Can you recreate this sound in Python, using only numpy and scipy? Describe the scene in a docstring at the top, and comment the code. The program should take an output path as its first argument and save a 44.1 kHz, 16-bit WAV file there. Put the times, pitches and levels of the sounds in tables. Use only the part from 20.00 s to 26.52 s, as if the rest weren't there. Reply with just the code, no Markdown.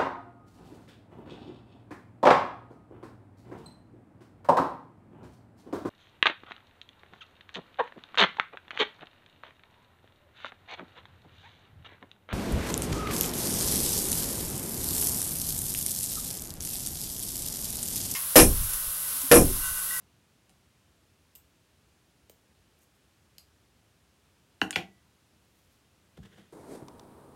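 """Scissors put down on a wooden desk, close to the microphone: two loud knocks ring the board and the
steel, with a clack of the blades between them. The place is a small, quiet attic room, heard in mono.
Before that, in the hand and with more room around them, the scissors tick and shear softly at yarn.
Afterwards thread is drawn through the fingers, and a forearm bumps the desk and slides along it;
the rubbing is fibres catching and slipping. Faint room tone lies under it all."""
import sys
import numpy as np
from scipy import signal
from scipy.fft import rfft, irfft
from scipy.io import wavfile

SR = 44100
rng = np.random.default_rng(int(sys.argv[2]) if len(sys.argv) > 2 else 0)


def wrap_up_sound(samples):
    """Save the sound to the file named by the first command line argument, as 16-bit audio."""
    columns = np.atleast_2d(samples).T
    # keep every value between -1 and 1, then stretch to whole-number steps
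    tamed = np.clip(columns, -1, 1)
    steps = np.round(tamed * 32767).astype(np.int16)
    wavfile.write(sys.argv[1], SR, steps)


N = 287687
TIME = np.arange(N) / SR
BLOCK = 32768   # samples for one hit and its tail
HZ = np.maximum(np.arange(BLOCK // 2 + 1) * SR / BLOCK, 1)

# rumble and hiss of the still attic: f/Hz, level/dB
ROOM_TONE = [(26, -37.5), (45, -7.5), (70, 0), (101, -3.5), (226, -9), (334, -11.5), (506, -15.5),
             (866, -18.5), (1560, -20), (2040, -22), (2730, -21), (4790, -25), (6590, -26.5),
             (10500, -29.5), (15500, -36)]
# decay of the attic's echoes: f/Hz, t60/s
ROOM_DECAY = [(150, .42), (300, .31), (600, .23), (2000, .21), (15000, .19)]
# strokes of blades through yarn, thread between fingers, sleeve on desk: peak t/s, level/dB, length/s
YARN_CUTS = [(2.788, -69, .04), (2.824, -64.5, 0.072), (2.953, -77, .11)]
THREAD_PULLS = [(5.29, -80, 0.31), (5.59, -74.5, 0.47), (5.735, -75, .3)]
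SLEEVE_RUBS = [(6.174, -52, 0.027), (6.234, -53, 0.038), (6.256, -54, 0.053), (6.33, -59.5, 0.23),
               (6.38, -55.5, 0.064), (6.402, -62.5, 0.2)]
# spectra of those three kinds of rubbing: f/Hz, level/dB
YARN_SPECTRUM = [(2000, -25.5), (5000, -18), (6600, -2), (8000, -4), (9600, -1), (11000, -11.5),
                 (12800, 0.5), (16000, -14)]
THREAD_SPECTRUM = [(1500, -20.5), (4000, 2), (7000, -4), (13000, -0.5), (16000, -6.5)]
SLEEVE_SPECTRUM = [(60, 2), (170, 11), (300, -1), (440, 8.5), (620, -3.5), (1100, -6.5), (1500, 1.5),
                   (1950, 0), (2400, -9.5), (3200, -1), (4500, -13.5), (9000, -18.5), (16000, -28.5)]
# modes of the steel blades and plastic handles: f/Hz, width/Hz, level/dB
SCISSOR_MODES = [(1863, 350, -6), (2957, 550, 0.5), (3900, 520, -2.5), (5050, 900, -4.5), (6850, 970, -1),
                 (9100, 740, 0.5), (11300, 650, -4.5), (13130, 1500, -13.5)]
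# scissor contacts: t/s, strength/dB, main mode f/Hz, main mode level/dB
SCISSOR_TICKS = [(0.4948, -35.5, 3430, -1), (0.5012, -37, 3000, -5), (1.3527, -28.5, 13100, 9),
                 (1.3572, -28.5, 13200, 6), (1.36, -35.5, 7400, 13), (2.297, -27.5, 14400, 3),
                 (2.2986, -38, 452, 26.5), (3.3823, -27, 4700, 14.5), (3.3829, -25.5, 12200, 3),
                 (4.7076, -5.5, 9300, -10.5), (4.7077, -10, 1820, 12.5), (4.711, -22.5, 6700, 6.5),
                 (4.7635, -11, 8860, -10), (6.1777, -39.5, 390, 34.5)]
# modes of the desk top, struck at two spots: f/Hz, width/Hz, first spot level/dB, second spot level/dB
BOARD_MODES = [(71.8, 40, -15, -12), (122.7, 45, -11.5, -6.5), (191, 26, -0.5, 3), (222, 75, 0.5, -8.5),
               (312, 72.1, 2, -9), (348, 20, -13, 0.5), (412, 60, -7.5, -7.5), (495, 220, -15.5, -9),
               (580, 30.1, -31.5, -30), (646, 6.1, -10.5, -7.5), (767, 67, -2, -2), (1090, 140, -9, -14),
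               (1447, 170, 0.5, -9), (1696, 170, 2.5, -9), (1980, 210, -8, -1.5), (2382, 390, -14.5, 1.5),
               (2810, 180, 0.5, 0), (3100, 260, -16.5, -1.5), (3830, 260, -24, -7.5),
               (4417, 250, -8, -22.5), (4600, 700, -24.5, -10), (5615, 280, -17.5, -12),
               (6720, 460, -21, -14.5), (8650, 1300, -25.5, -25), (12500, 3000, -24.5, -22.5)]
# fine ring of scissors and other steel on the desk: f/Hz, t60/s, first spot level/dB, second spot level/dB
STEEL_MODES = [(696, .7, -5, 0), (1130, .7, -3.5, -6), (1442, .2, 1.5, -7.5), (1970, 0.71, -7, -12),
               (2390, 0.15, -15.5, -0.5), (2600, .22, -14.5, -6.5), (2640, .22, -4, -14.5),
               (2918, 0.2, -5.5, -5), (3300, 0.19, -17, -1), (3400, .12, -20, -5.5), (4250, .15, -19, -6),
               (4802, .15, -22, -17), (6272, .2, -25, -19.5), (7500, .18, -22, -19.5),
               (8200, 0.19, -21, -13.5)]
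# room against direct sound at the first spot, weakest where the board carries best: f/Hz, level/dB
BOARD_ECHO = [(150, -5.5), (400, -6), (800, -3.5), (1600, -12), (5000, -11), (9000, -1.5), (14000, 0)]
# blows on the desk: t/s, strength/dB, contact corner f/Hz, place (0 first spot, 1 second), steel ring/dB
DESK_BLOWS = [(0.4953, -14.5, 600, 0.7, -20), (4.6151, 21, 4414, 0.12, -9), (4.7087, -1.5, 1494, 0.42, -10),
              (4.7279, -3, 5010, 0.64, 21), (4.7583, 16, 4600, 0.95, -0.5),
              (4.7604, 10.5, 4000, 0.36, -8.5), (6.1747, 12, 150, 0.88, -21), (6.1870, 20.5, 90, 0.54, -18),
              (6.23, -7, 120, 0.7, -20), (6.379, -2.5, 454, 0.94, -20)]


def from_db(db):
    """Decibels to gain."""
    return 10 ** (np.asarray(db) / 20)


def at_hz(points, hz):
    """Read a table on a log-frequency axis."""
    f, value = np.transpose(points)
    return np.interp(np.log(np.maximum(hz, 1)), np.log(f), value)


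def add(track, s, sound):
    """Mix a sound in at time s."""
    start = round(s * SR)
    track[start:start + len(sound)] += sound[:N - start]


def coloured(x, spectrum):
    """Give x a spectrum; rms 1."""
    hz = np.arange(N // 2 + 1) * SR / N
    y = irfft(rfft(x) * from_db(at_hz(spectrum, hz)), N)
    return y / np.std(y)


def resonance(hz, width):
    """Response of one damped mode, 1 on top."""
    return 1 / (1 + 1j * (HZ ** 2 - hz ** 2) / (HZ * width))


def room_tone(level_db=-66):
    """The still attic: a steady, faint rumble and hiss."""
    return from_db(level_db) * coloured(rng.standard_normal(N), ROOM_TONE)


def wall_echoes(first_echo_s=0.0013, build_s=.003):
    """Response of dense echoes off the near walls, each octave dying at its own rate."""
    t = np.arange(BLOCK) / SR
    white = rfft(rng.standard_normal(BLOCK))
    swell = 1 - np.exp(-np.maximum(t - first_echo_s, 0) / build_s)
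    octaves_hz = np.geomspace(62.5, 16000, 9)
    out = 0
    for hz, pick in zip(octaves_hz, np.eye(len(octaves_hz))):
        band = np.interp(np.log(HZ), np.log(octaves_hz), pick)
        decay = np.exp(-np.log(1000) * t / at_hz(ROOM_DECAY, hz))
        tail = irfft(white * band) * swell * decay
        out = out + tail * np.sqrt(np.mean(band ** 2) / np.sum(tail ** 2))
    return rfft(out)


def stroke_envelope(strokes, rise_share, edge_db=-20):
    """Each stroke swells from edge_db for a share of its length, then fades, evenly in dB."""
    power = 0
    for s, db, length_s in strokes:
        from_peak = np.maximum((s - TIME) / rise_share, (TIME - s) / (1 - rise_share)) / length_s
        power = power + from_db(db + edge_db * np.minimum(from_peak, 10)) ** 2
    return np.sqrt(power)


def fibre_friction(strokes, spectrum, slips_per_s, spread_db, rise_share):
    """Fibres catch and let go in dense slips of uneven size."""
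    sizes = from_db(spread_db * np.minimum(rng.exponential(1, N), 4)) * rng.standard_normal(N)
    slips = sizes * (rng.random(N) < slips_per_s / SR)
    return coloured(slips, spectrum) * stroke_envelope(strokes, rise_share)


def chatter(decay_s, above_hz):
    """Hard parts skid for a moment as they meet, which roughens the treble of a hit."""
    burst = rng.standard_normal(BLOCK) * np.exp(-np.arange(BLOCK) / SR / decay_s)
    return rfft(burst / np.sqrt(np.sum(burst ** 2))) / (1 - 1j * above_hz / HZ)


def scissor_ticks(put_down_s=4.6, held_room_db=-4.5, lying_room_db=-10.5, lowest_hz=1200):
    """Hard little contacts ring the blades; where they touch decides which mode stands out."""
    out = np.zeros(N)
    body = sum((-1) ** k * from_db(db) * resonance(hz, width)
               for k, (hz, width, db) in enumerate(SCISSOR_MODES))
    body = body / (1 - 1j * lowest_hz / HZ)   # a small object radiates little bass
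    wall_tilt_db = 1.6 * np.log2(HZ / 7000)   # the walls return more of a tick's treble than of its thud
    for s, db, ring_hz, ring_db in SCISSOR_TICKS:
        # the main mode swings a quarter cycle apart from the rest
        quarter_turn = (HZ + 1j * ring_hz) / (HZ - 1j * ring_hz)
        main_mode = from_db(ring_db) * resonance(ring_hz, width=230 + 0.17 * ring_hz) ** 2 * quarter_turn
        force = 1 + from_db(-0.5) * chatter(decay_s=0.00218, above_hz=1400)
        room_db = held_room_db if s < put_down_s else lying_room_db   # drier down by the microphone
        echoes = from_db(room_db + wall_tilt_db) * wall_echoes()
        add(out, s, from_db(db) * irfft(force * (body + main_mode) * (1 + echoes)))
    return out


def soft_contact(corner_hz):
    """A contact of finite length excites little above its corner."""
    return 1 / (1 + 1j * np.sqrt(2) * HZ / corner_hz - (HZ / corner_hz) ** 2)


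def steel_ring(place, lowest_hz=1880):
    """Small steel things on the desk ring on after a blow, radiating little below lowest_hz."""
    modes = sum(from_db(first_db + place * (second_db - first_db))
                * resonance(hz, width=np.log(1000) / (np.pi * t60))
                for hz, t60, first_db, second_db in STEEL_MODES)
    return modes / (1 - 1j * np.sqrt(2) * lowest_hz / HZ - (lowest_hz / HZ) ** 2)


def desk_knocks(bass_lag_s=.016, half_lag_hz=100, second_spot_echo_db=4.0):
    """Blows ring the board; bending waves carry treble faster than bass, so each knock chirps down."""
    out = np.zeros(N)
    travel = np.exp(-2j * np.pi * bass_lag_s * half_lag_hz * np.log(1 + HZ / half_lag_hz))
    for s, db, corner_hz, place, ring_db in DESK_BLOWS:
        board = sum((-1) ** k * from_db(first_db + place * (second_db - first_db)) * resonance(hz, width)
                    for k, (hz, width, first_db, second_db) in enumerate(BOARD_MODES))
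        steel = from_db(ring_db) * steel_ring(place)
        force = soft_contact(corner_hz) * (1 + from_db(-4.5) * chatter(decay_s=0.0077, above_hz=4200))
        echoes = from_db(at_hz(BOARD_ECHO, HZ) + place * second_spot_echo_db) * wall_echoes()
        add(out, s, from_db(db) * irfft(force * travel * (board * (1 + echoes) + steel)))
    return out


def scene():
    """What reaches the microphone at the desk: knocks, ticks and soft rubbing over the room tone."""
    yarn = fibre_friction(YARN_CUTS, YARN_SPECTRUM, slips_per_s=5200, spread_db=5, rise_share=.3)
    thread = fibre_friction(THREAD_PULLS, THREAD_SPECTRUM, slips_per_s=5000, spread_db=-1, rise_share=.55)
    sleeve = fibre_friction(SLEEVE_RUBS, SLEEVE_SPECTRUM, slips_per_s=10000, spread_db=1, rise_share=.25)
    air = room_tone()
    return (desk_knocks() + scissor_ticks() + yarn + thread + sleeve + air)[None]


def record(dry, low_cut_hz=50, high_cut_hz=15900):
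    """The microphone drops the deep bass; the top is cut steeply."""
    low_cut = signal.butter(4, low_cut_hz, "high", fs=SR, output="sos")
    high_cut = signal.ellip(10, .1, 80, high_cut_hz, fs=SR, output="sos")
    return signal.sosfilt(high_cut, signal.sosfilt(low_cut, dry))


dry = scene()
out = record(dry)
wrap_up_sound(out)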